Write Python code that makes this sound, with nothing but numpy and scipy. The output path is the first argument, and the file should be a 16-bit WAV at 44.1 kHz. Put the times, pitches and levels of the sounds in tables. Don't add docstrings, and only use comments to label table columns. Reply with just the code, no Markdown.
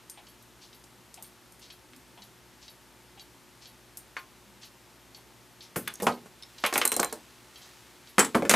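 import sys
import numpy as np
from scipy import signal
from scipy.fft import rfft, irfft
from scipy.io import wavfile
from scipy.ndimage import uniform_filter1d

SR = 44100
rng = np.random.default_rng(int(sys.argv[2]) if len(sys.argv) > 2 else 0)


def bounce(signal):
    frames = np.transpose(np.atleast_2d(signal))
    limited = np.clip(frames, -1, 1)
    pcm = np.round(limited * 32767).astype(np.int16)
    wavfile.write(sys.argv[1], SR, pcm)


N = 377055
TIME = np.arange(N) / SR
AGE = np.arange(int(0.4 * SR)) / SR


def undb(db):
    return 10 ** (np.asarray(db) / 20)


def unit(x):
    return x / np.sqrt(np.mean(x ** 2))


def peak(x, db):
    return x * undb(db) / np.sqrt(uniform_filter1d(x ** 2, size=132).max())


def fade(t60):
    return np.exp(-np.log(1000) * AGE / t60)


def band(x, lo_hz, hi_hz, order=2):
    sos = signal.butter(order, [lo_hz, hi_hz], "band", fs=SR, output="sos")
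    return signal.sosfilt(sos, x)


def crack(t60):
    spectrum = rfft(rng.standard_normal(len(AGE)) * fade(t60))
    even = spectrum / np.sqrt(uniform_filter1d(np.abs(spectrum) ** 2, size=80) + 1e-12)
    return irfft(even, len(AGE)) * fade(4 * t60)


def ring(modes, scatter_db):
    hz, db, t60 = np.transpose(modes)[:, :, None]
    sign = rng.choice([-1, 1], hz.shape)
    gain = sign * undb(db + scatter_db * rng.standard_normal(hz.shape))
    partials = gain * np.sin(2 * np.pi * hz * AGE) * np.exp(-np.log(1000) * AGE / t60)
    return np.sum(partials, axis=0)


def in_room(x, wet_db, gap_s=0.0013):
    # frequency_hz, t60_s
    decay = [(150, 0.4), (700, 0.19), (2000, 0.16), (5000, 0.15), (12000, .17)]
    hz, t60 = np.transpose(decay)
    freq = np.fft.rfftfreq(len(AGE), 1 / SR)
    noise = rfft(rng.standard_normal(len(AGE)))
    tail = np.zeros(len(AGE))
    for share, band_t60 in zip(np.eye(len(hz)), t60):
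        weight = np.interp(np.log1p(freq), np.log(hz), share)
        tail += irfft(noise * weight, len(AGE)) * fade(band_t60)
    tail *= np.minimum(AGE / gap_s, 1)
    wet = signal.fftconvolve(x, tail / np.linalg.norm(tail))[:len(x)]
    return x + undb(wet_db) * wet


def add(track, s, x):
    i = int(np.clip(s * SR, 0, N - 1))
    track[i:i + len(x)] += x[:N - i]


def air():
    # frequency_hz, density_db
    spectrum = [(15, -56), (25, -34), (48, -8.5), (70, -5.5), (87, -21), (107, -3.5), (147, -8.5),
                (197, -6.5), (271, -6.5), (363, -6.5), (448, -10.5), (892, -12), (1100, -11.5), (3180, -17),
                (14000, -24)]
    hz, db = np.transpose(spectrum)
    freq = np.fft.rfftfreq(N, 1 / SR)
    gain = undb(np.interp(np.log1p(freq), np.log(hz), db)) * (freq < 14200)
    room = unit(irfft(rfft(rng.standard_normal(N)) * gain, N))
    fan = unit(band(rng.standard_normal(N), 857.46, 919))
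    return room * undb(-57.5) + fan * undb(-72)


def hum():
    # frequency_hz, rms_db
    components = [(59.7, -71.5), (119.8, -68.5), (180, -77.5), (240, -74), (300, -80), (360, -68.5)]
    knots = np.arange(0, TIME[-1] + 1, 1 / 10)
    out = np.zeros(N)
    for hz, db in components:
        waver = 0.25 * np.interp(TIME, knots, rng.standard_normal(len(knots)))
        phase = 2 * np.pi * (hz * TIME + rng.random()) + waver
        out += np.sqrt(2) * undb(db) * np.sin(phase)
    return out


def sleeve():
    # time_s, level_db
    strokes = [(0, -69), (5.5, -65.5), (5.68, -67), (5.9, -57), (6.3, -64), (6.6, -57.5), (7.2, -59),
               (7.45, -59.5), (7.66, -55.5), (7.9, -59), (8.1, -60.5), (8.55, -52.5)]
    fibres = rng.standard_normal(N) * rng.exponential(size=N)
    return unit(band(fibres, 480, 5100, order=1)) * undb(np.interp(TIME, *np.transpose(strokes)))


def parts():
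    # start_s, level_db, pitch_hz
    clicks = [(0.098,-36.5,9300), (0.425,-53,12000), (.84,-50,7140), (1.142,-41,7960), (1.2245,-38.5,11900),
              (1.522,-49.5,9300), (1.595,-53,11000), (1.702,-45,3170), (1.934,-47,2760), (1.963,-51,9000),
              (3.972,-34.5,10500)]
    # frequency_hz, level_db, t60_s
    brass = [(7320, -30, 0.061), (8900, -4, 0.23), (9350, -15, 0.084), (11360, 4, 0.091), (13200, -15, .07)]
    out = np.zeros(N)
    for s, db, hz in clicks:
        click = peak(in_room(band(crack(0.02), hz * 0.55, hz * 1.37), wet_db=-3.5), 0)
        plate = peak(ring(brass, scatter_db=2), -6)
        add(out, s, peak(click + band(plate, hz * 0.37, hz * 1.05), db))
    return out


def hollow_tock():
    first_s, start_db, fade_db_per_s = 0.174, -48.5, 1.3
    out = np.zeros(N)
    for s in np.arange(first_s, N / SR):
        hollow = peak(band(crack(0.064), 700, 910), 0)
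        hollow += peak(band(crack(0.063), 2100, 3600), -1.5)
        add(out, s, peak(in_room(hollow, wet_db=4), start_db - fade_db_per_s * s))
    return out


def pendulum_clock():
    # first_s, level_db, pitch_hz
    beats = [(.269, -48, 4530), (0.7298, -45.5, 4050)]
    # frequency_hz, level_db, t60_s
    escapement = [(3250, -1, 0.044), (3920, 3, 0.031), (4480, 5.5, 0.047), (5300, -22, 0.023)]
    swing_s, beat_scatter_db = 0.9755, 2
    out = np.zeros(N)
    for first_s, db, hz in beats:
        for s in np.arange(first_s, N / SR, swing_s):
            pallet = peak(band(crack(0.023), hz * 0.59, hz * 1.42), 0)
            pallet += peak(ring(escapement, scatter_db=4), -0.5)
            beat_db = db + beat_scatter_db * rng.standard_normal()
            add(out, s, peak(in_room(pallet, wet_db=2.5), beat_db))
            bright = in_room(band(crack(0.056), 10400, 12600), wet_db=7)
            add(out, s + 0.016, peak(bright, -57))
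    return out


def second_clock():
    out = np.zeros(N)
    for s in np.arange(0.612, N / SR):
        grains = crack(0.28) * (1 - fade(0.082)) * rng.exponential(size=len(AGE))
        add(out, s, peak(in_room(band(grains, 2900, 6200), wet_db=-6.5), -51))
    return out


def handling():
    # start_s, pitch_hz, level_db
    rubs = [(1.17, 203, -60), (1.9, 254, -56), (2.139, 200.6, -59.5), (3.33, 268, -62), (4.42, 202, -57.5)]
    out = np.zeros(N)
    for s, hz, db in rubs:
        rub = rng.standard_normal(len(AGE)) * fade(0.38) * (1 - fade(0.32))
        add(out, s, peak(band(rub, hz * 0.96, hz * 1.03), db))
    return out


def knocks():
    # start_s, clack_db, clack_hz, thud_db, treble_crack_db, contact_t60_s
    contacts = [(4.166,-29.5,1620,-43.5,-53,0.019), (5.759,-28.5,1401,-33.5,-39.5,0.028),
                (5.765,-35.5,400,-28,-40,0.077), (5.875,-28.5,2010,-42.5,-44,0.02),
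                (6,-39.5,1476,-38,-45,0.057), (6.021,-34.5,600,-28.5,-41,0.16),
                (6.029,-33,350,-29.5,-37,0.089), (6.0675,-14.5,850,-19.5,-31.5,0.026),
                (6.259,-51,1106,-45.5,-55,0.036), (6.638,-19,1660,-25.5,-41,0.024),
                (6.648,-23,1300,-44,-38,0.038), (6.662,-25.5,1770,-40,-32,.038),
                (6.7262,-27,1370,-31.5,-36,0.017), (6.738,-34,1500,-31,-27,.054),
                (6.7566,-19,1190,-25.5,-31,0.011), (6.779,-24.5,1200,-29.5,-29,.018),
                (6.8145,-19,2110,-27,-35,0.019), (6.8503,-25.5,1270,-29.5,-34,0.033),
                (6.918,-26.5,1580,-29.5,-32,0.023), (6.965,-35,820,-28.5,-34,0.016),
                (6.995,-21,790,-23.5,-30,.016), (7.0291,-22,1180,-37,-35,0.016),
                (7.125,-37,790,-35.5,-39,0.032), (8.1814,-13.5,1180,-16.5,-25,0.032),
                (8.192,-19.5,1240,-18,-21,0.12), (8.246,-30,1580,-40,-34,0.014),
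                (8.3461,-23,1510,-24.5,-42,0.022), (8.351,-16.5,760,-17,-32,0.024),
                (8.422,-31.5,1360,-22.5,-47,.012), (8.451,-32.5,1370,-28,-44,.022),
                (8.4944,-18,1580,-21.5,-19.5,0.079), (8.511,-19,1320,-19.5,-21,.036),
                (8.5376,-13.5,1200,-15.5,-21.5,0.045)]
    # frequency_hz, level_db, t60_s
    bench = [(117, -16, 0.19), (175, -24, 0.1), (208.3, 1, 0.15), (240.6, -2.5, 0.27), (276.5, -5, 0.12),
             (340, -9.5, 0.12), (371, -2.5, 0.14), (441.7, 1.5, 0.18), (496, 3.5, 0.1), (553, 1, 0.13),
             (601, 0, 0.16), (701, 4.5, 0.08), (829, 1, 0.14), (910, 2, 0.086), (1060, -8, 0.29),
             (1119, -3, 0.085), (1223, -3.5, 0.14), (1427, -11, 0.12), (1510, -24, 0.12),
             (1830, -11.5, 0.07), (2194, 3.5, 0.054), (2400, -19, 0.088), (2650, -20, .1), (3005, -15, 0.2),
             (3400, -15, 0.32)]
    # from_s, thud_hz (under a clack of reference_hz), clack_width_octaves
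    moves = [(0, 480, 1.1), (5.5, 353, 1.5), (6.5, 443, 1.8), (8, 317, 1.6)]
    reference_hz, thud_follow = 1300, 0.54
    out = np.zeros(N)
    for s, db, hz, thud_db, crack_db, t60 in contacts:
        _, place_hz, octaves = [move for move in moves if move[0] <= s][-1]
        thud_hz = place_hz * (hz / reference_hz) ** thud_follow
        half = 2 ** (octaves / 2)
        press = 1 - fade(0.0068)
        wood = ring(bench, scatter_db=3.5)
        clack = peak(in_room(band(crack(t60) * press, hz / half, hz * half), wet_db=-2), 0)
        clack += peak(band(wood * (1 - fade(0.0086)), hz / half, hz * half), -6.5)
        thud = peak(band(wood, thud_hz * 0.58, thud_hz * 2.05), 0)
        thud += peak(in_room(band(crack(0.024), thud_hz * 0.61, thud_hz * 1.77), wet_db=-1.5), -2.7)
        weight = band(crack(0.071), 58, 200, order=3)
        low = peak(thud, 0) + peak(weight, -23.5)
        edge = in_room(band(crack(0.015) * press, 3400, 11500), wet_db=2)
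        add(out, s, peak(clack, db) + peak(low, thud_db) + peak(edge, crack_db))
    return out


def steel_contact(tool, hz, t60):
    # frequency_hz, level_db, t60_s
    hammer = [(4100,-5,0.082), (5750,-17,0.12), (7140,-19,.07), (7400,-11,0.076), (8720,0,0.071),
              (9000,-12,0.077), (10270,-20,.05), (13080,-7,.06), (13600,-4,0.066)]
    jaws = [(3060,-8,0.13), (5730,-14,0.08), (7350,-4,0.074), (7850,-8,0.1), (7800,-1,0.068),
            (8620,-20,.08), (9421,-6,.07), (9570,-2,0.067)]
    joint = [(4930, -34, .1), (5750, -4, 0.064), (6400, 3, 0.1), (9200, -20, .08), (9600, 5, 0.027),
             (10900, 0, 0.037), (12400, 4, 0.058)]
    pin = [(2200, -12, .03), (3690, 0, 0.036), (5370, -6, 0.043), (10100, 2, .015)]
    tools = {"hammer": (hammer, -10), "jaws": (jaws, -6), "joint": (joint, -11), "pin": (pin, 2)}
    modes, ring_db = tools[tool]
    grip = 1 + 0.01 * rng.standard_normal((len(modes), 1)) * np.array([1, 0, 0])
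    steel = band(ring(modes * grip, scatter_db=4), hz * 0.45, hz * 1.4, order=1)
    chatter = undb(4 * unit(uniform_filter1d(rng.standard_normal(len(AGE)), size=200)))
    ringing = in_room(steel * chatter, wet_db=-6)
    snap = in_room(band(crack(t60), hz * 0.76, hz * 1.23), wet_db=-16.5)
    return peak(snap, 0) + peak(ringing, ring_db)


def clinks():
    # start_s, level_db, snap_hz, what rings
    strikes = [(5.878,-28.5,11600,"joint"), (5.9392,-35.5,10600,"joint"), (5.9552,-39,7500,"joint"),
               (6.424,-42,4300,"pin"), (6.434,-39,4500,"pin"), (6.7381,-35,10000,"hammer"),
               (6.778,-17,10500,"joint"), (6.8529,-14,10000,"hammer"), (6.858,-23,9500,"hammer"),
               (6.8764,-15.5,9500,"hammer"), (6.9182,-21,10000,"hammer"), (6.925,-26,9050,"hammer"),
               (6.941,-28,7500,"hammer"), (6.965,-18.5,9250,"hammer"), (6.9986,-18.5,7560,"hammer"),
               (7.03,-25,12000,"hammer"), (7.046,-22.5,8140,"hammer"), (7.127,-31,9000,"hammer"),
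               (8.1924,-11,8300,"jaws"), (8.198,-14,8100,"jaws"), (8.249,-28,8500,"jaws"),
               (8.495,-12,7500,"joint")]
    # start_s, level_db, snap_hz, t60_s
    scrapes = [(5.762,-33.5,11600,0.24), (6.0225,-34.5,11000,.26), (6.662,-27,10900,0.037),
               (8.501,-23.5,8000,.1)]
    out = np.zeros(N)
    for s, db, hz, tool in strikes:
        add(out, s, peak(steel_contact(tool, hz, t60=0.015), db))
    for s, db, hz, t60 in scrapes:
        add(out, s, peak(steel_contact("joint", hz, t60), db))
    return out


def scene():
    clocks = hollow_tock() + pendulum_clock() + second_clock()
    mid = sleeve() + parts() + clocks + handling() + knocks() + clinks()
    spread = crack(0.014)
    side = undb(-20) * signal.fftconvolve(mid, spread / np.linalg.norm(spread))[:N]
    bass = unit(band(rng.standard_normal(N), 24, 210))
    side += undb(-13.5) * air() + undb(-71.5) * bass
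    pan_db = np.interp(TIME, [5.7, 6.1, 7.2, 8.1], [1.3, -0.3, -0.39, 0.69])
    sides = np.array([[1], [-1]])
    return mid * undb(sides * pan_db / 2) + (air() + hum()) * undb(sides * 0.5) + sides * side


def record(dry):
    rounded = 0.7 * np.tanh(dry / 0.7)
    low_pass = signal.ellip(8, 0.2, 70, 15300, fs=SR, output="sos")
    return signal.sosfilt(low_pass, rounded)


dry = scene()
out = record(dry)
bounce(out)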